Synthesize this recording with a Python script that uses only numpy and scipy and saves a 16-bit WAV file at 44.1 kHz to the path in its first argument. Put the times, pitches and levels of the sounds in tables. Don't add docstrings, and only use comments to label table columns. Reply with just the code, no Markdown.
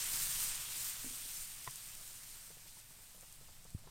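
import sys
import numpy as np
from scipy import signal
from scipy.fft import rfft, irfft, next_fast_len
from scipy.io import wavfile
from scipy.ndimage import uniform_filter1d, map_coordinates

SR = 44100
rng = np.random.default_rng(int(sys.argv[2]) if len(sys.argv) > 2 else 0)


def to_wav(s):
    ch = np.atleast_2d(s).T
    pcm = np.round(np.clip(ch, -1, 1) * 32767)
    wavfile.write(sys.argv[1], SR, pcm.astype(np.int16))


def ratio(d):
    e = np.asarray(d, float) / 20
    return 10 ** e


N = 171990


def unit(x):
    return x / np.sqrt(np.mean(x ** 2) + 1e-20)


def along(points, hz):
    f, db = np.transpose(points)
    return np.interp(np.log(hz + 1), np.log(f + 1), db)


def curve(points):
    s, db = np.transpose(points)
    return np.interp(np.arange(N) / SR, s, db)


def wobble(rate_hz):
    knots = rng.standard_normal(int(N * rate_hz / SR) + 4)
    return map_coordinates(knots, [np.arange(N) * rate_hz / SR])


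def coloured(x, points):
    m = 2 * next_fast_len(N // 2 + SR // 4)
    gain = ratio(along(points, np.fft.rfftfreq(m, 1 / SR)))
    cepstrum = irfft(np.log(gain + 1e-6), m)
    cepstrum[1:m // 2] *= 2
    cepstrum[m // 2 + 1:] = 0
    return irfft(rfft(x, m) * np.exp(rfft(cepstrum)), m)[..., :N]


def patchy(x, depth_db):
    z = signal.stft(x, nperseg=256)[2]
    across_hz = uniform_filter1d(rng.standard_normal(z.shape), 8, 0)
    field = unit(uniform_filter1d(across_hz, 20, 1))
    return signal.istft(z * ratio(depth_db * field), nperseg=256)[1][:N]


def struck(hits, modes, spread_db, rise_s):
    out, t = np.zeros(N + SR), np.arange(SR // 4) / SR
    for s, db in hits:
        ring = np.zeros(len(t))
        for hz, gain_db, t60_s in modes:
            fall_db = gain_db + spread_db * rng.standard_normal() - 60 * t / t60_s
            ring += ratio(fall_db) * np.sin(2 * np.pi * hz * t)
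        start = round(s * SR)
        out[start:start + len(t)] += ratio(db) * ring * (1 - np.exp(-t / rise_s))
    return out[:N]


def bubbles(spectrum, patch_db):
    bursts_per_s, hiss_share = 8000, 0.49
    size_spread_db, largest_db = 3.5, 16
    chance, sign, size = rng.random((3, N))
    size_db = np.minimum(-size_spread_db * np.log(1 - size), largest_db)
    bursts = (chance < bursts_per_s / SR) * np.sign(sign - 0.5) * ratio(size_db)
    hail = np.sqrt(1 - hiss_share) * unit(bursts)
    hiss = np.sqrt(hiss_share) * rng.standard_normal(N)
    return unit(coloured(patchy(hail + hiss, patch_db), spectrum))


# (time [s], level [dB])
SMALL_LEVEL = [(0.0, -40), (0.03, -41), (0.25, -37.5), (0.38, -40.5), (0.42, -35.5), (0.53, -45),
               (0.69, -46), (0.82, -40.5), (0.9, -40), (0.92, -46.5), (1.43, -47), (1.47, -50), (2.48, -55),
               (2.53, -58.5), (2.79, -58), (2.82, -60), (3.23, -59.5), (3.9, -65)]
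# (frequency [Hz], density [dB per Hz])
SMALL_SPECTRUM = [(300, -21.5), (1050, -18.5), (3000, -12), (6500, 0), (16000, -2.25)]
# (time [s], level [dB])
LARGER_LEVEL = [(0, -46.5), (.15, -46.5), (.32, -46.5), (.5, -47), (.68, -49), (.86, -49), (.95, -52),
                (1.4, -55), (1.55, -56.5), (2.3, -59.5), (2.9, -65), (3.9, -67)]
# (frequency [Hz], density [dB per Hz])
LARGER_SPECTRUM = [(300, -15.5), (660, -14), (1100, -7), (3000, -2), (5000, -2.27), (8000, -6),
                   (16000, -28.5)]


def sizzle():
    flurry_db = 0.38 * wobble(14) + 0.5 * wobble(60)
    small_db = curve(SMALL_LEVEL) - 1.4 + 0.29 * wobble(25.18)
    small = ratio(small_db) * bubbles(SMALL_SPECTRUM, patch_db=0.98)
    larger = ratio(curve(LARGER_LEVEL)) * bubbles(LARGER_SPECTRUM, patch_db=1.13)
    return ratio(flurry_db) * (small + larger)


# (time [s], peak level [dB])
POPS = [(0.3253, -27), (0.5528, -26), (0.5573, -23.6), (1.6455, -29), (1.71, -29), (1.7585, -26.5),
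        (1.8755, -39), (1.889, -32.6), (1.9526, -31), (2.0123, -36), (2.0777, -32), (2.132, -37),
        (2.2351, -35.4), (2.5832, -46), (2.8001, -38), (3.2102, -34), (3.3259, -34.5), (3.3296, -38.0),
        (3.3407, -47), (3.6444, -38), (3.7048, -37)]
# (frequency [Hz], level [dB])
POP_SPECTRUM = [(500, -34), (3500, -15), (6500, 3), (16000, -3)]


def pops():
    steps = np.zeros(N)
    for s, db in POPS:
        steps[round(s * SR)] = -ratio(db + 3.5)
    return coloured(steps, POP_SPECTRUM)


# (frequency [Hz], level [dB])
PORT = [(6700, 0.5), (7600, 3.5), (9200, 7), (9900, 3), (10700, -1.5), (13700, 4.5), (15600, -2.5),
        (17000, -12)]


def through_port(x):
    return coloured(x, PORT)


# (time [s], low edge [Hz], high edge [Hz], level re sizzle [dB])
SLIPS = [(0.024, 5600, 7000, 0), (.025, 13600, 15700, 2), (.535, 10200, 11800, -1), (1.371, 4300, 9000, 0),
         (2.625, 12400, 15200, 2), (2.88, 13000, 14500, -3), (2.927, 11700, 13200, -3)]


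def slips(water):
    slip_s = 0.024
    t, hz = np.arange(N) / SR, np.fft.rfftfreq(N, 1 / SR)
    other = np.fft.rfft(np.roll(water, -SR // 40))
    side = np.zeros(N)
    for s, low_hz, high_hz, db in SLIPS:
        window = np.cos(np.pi * np.clip((t - s) / slip_s, -0.5, 0.5))
        band = np.fft.irfft(other * (hz > low_hz) * (hz < high_hz), N)
        side += ratio(db) * window * band
    return side


# (time [s], peak level [dB])
SLAPS = [
    (1.667, -46),
    (1.6727, -45),
    (1.6757, -31.5),
    (1.6805, -47),
    (1.6828, -43),
    (1.6845, -46),
]
# (frequency [Hz], level [dB], decay T60 [s])
IRON = [(130, -16, .07), (450, -15, .02), (727, -17, .035), (1050, 0, .017), (1350, -9, .012),
        (1900, -7, .014), (3500, -14, .012)]


def slaps():
    return struck(SLAPS, IRON, spread_db=3, rise_s=0.00026)


# (time [s], peak level [dB], pitch [Hz], thump weight [1])
PATS = [(2.009, -60.5, 956, 0.6), (2.098, -60, 1050, 0.6), (2.359, -68, 1130, 0.7),
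        (2.502, -55.5, 463, 0.71), (2.569, -61.5, 468, 0.6), (2.657, -62, 339, 0.96),
        (2.768, -61, 990, 0.63), (2.906, -62, 1060, 0.81), (2.986, -59.5, 490, 0.6), (3.01, -66, 463, 0.75),
        (3.146, -58.5, 546, 0.6), (3.178, -60, 458, 0.49), (3.227, -55, 526, 0.37), (3.411, -58, 328, 0.6),
        (3.485, -57, 1050, 0.42), (3.651, -57, 482, 0.8), (3.776, -61.5, 1200, 0.6), (3.838, -61, 650, 0.6),
        (3.871, -52, 363, 0.4)]


def pats():
    out, t = np.zeros(N + SR), np.arange(SR // 8) / SR
    soft = signal.butter(2, [300, 1200], "band", fs=SR, output="sos")
    tap_shape = ratio(-60 * t / 0.01) * (1 - np.exp(-t / 0.00055))
    puff_shape = 0.23 * ratio(-60 * t / 0.086) * (1 - np.exp(-t / 0.0013))
    iron_thump = 0.55 * ratio(-60 * t / 0.064) * np.sin(2 * np.pi * 170 * t)
    for s, db, hz, weight in PATS:
        tap = tap_shape * np.sin(2 * np.pi * hz * t)
        puff = puff_shape * unit(signal.sosfilt(soft, rng.standard_normal(len(t))))
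        start = round((s + 0.001) * SR)
        out[start:start + len(t)] += ratio(db + 8.5) * (tap + puff + weight * iron_thump)
    return out[:N]


# (time [s], peak level [dB])
JUG_TAPS = [
    (1.0445, -46),
    (1.063, -50),
    (1.076, -56),
    (1.107, -55),
    (1.131, -58),
    (1.256, -60),
]
# (frequency [Hz], level [dB], decay T60 [s])
JUG = [(260, 0, 0.095), (308, -2, 0.034), (433, -5, 0.047), (570, -10, .03)]


def jug():
    return struck(JUG_TAPS, JUG, spread_db=1.9, rise_s=0.00064)


# (time [s], push level [dB], swing level [dB], swing rise [s])
BUMPS = [
    (.144, -46, -51, .002),
    (.221, -52, -56, .002),
    (3.7494, -32, -38.5, .0008),
    (3.7605, -62, -39, .006),
    (3.7785, -62, -46, .004),
]
# (frequency [Hz], level [dB], decay T60 [s])
MOUNT = [(85, 1.5, 0.056), (55, -7, 0.046), (150, -10, .02)]


def bumps():
    push_s = 0.0008
    out, t = np.zeros(N), np.arange(N) / SR
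    for s, push_db, swing_db, rise_s in BUMPS:
        out -= ratio(push_db) / np.cosh(np.clip((t - s) / push_s, -30, 30))
        out += struck([(s + push_s, swing_db)], MOUNT, spread_db=4.3, rise_s=rise_s)
    return out


# (frequency [Hz], density [dB per Hz])
FIRE_SPECTRUM = [(4.7, -33), (8.0, 9), (25, 2), (34, -20), (38, -15), (102, -10.5), (134, -10.5),
                 (300, -32), (390, -50.5), (660, -120)]
# (time [s], level [dB])
FIRE_LEVEL = [(0.0, -56.5), (0.41, -52), (0.61, -56), (1.15, -57.5), (1.36, -59.5), (3.2, -62),
              (3.9, -53.5)]


def fire():
    rumble = coloured(rng.standard_normal(N), FIRE_SPECTRUM)
    return ratio(curve(FIRE_LEVEL)) * unit(ratio(0.5 * wobble(7.45)) * rumble)


# (frequency [Hz], density [dB per Hz])
AIR_SPECTRUM = [(120, -27), (200, -6.5), (390, -13), (504, -9.5), (784, -9), (6000, -21.5), (7800, -51.5),
                (13200, -120)]


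def air():
    return ratio(-72) * unit(coloured(patchy(rng.standard_normal(N), depth_db=1.0), AIR_SPECTRUM))


def scene():
    water = through_port(sizzle() + pops())
    mid = water + slaps() + pats() + jug() + bumps() + fire() + air()
    side = slips(water)
    return np.array([mid + side, mid - side])


def band_limit(x):
    return signal.sosfilt(signal.butter(12, 16050, fs=SR, output="sos"), x)


def record(dry):
    return band_limit(dry)


dry = scene()
out = record(dry)
to_wav(out)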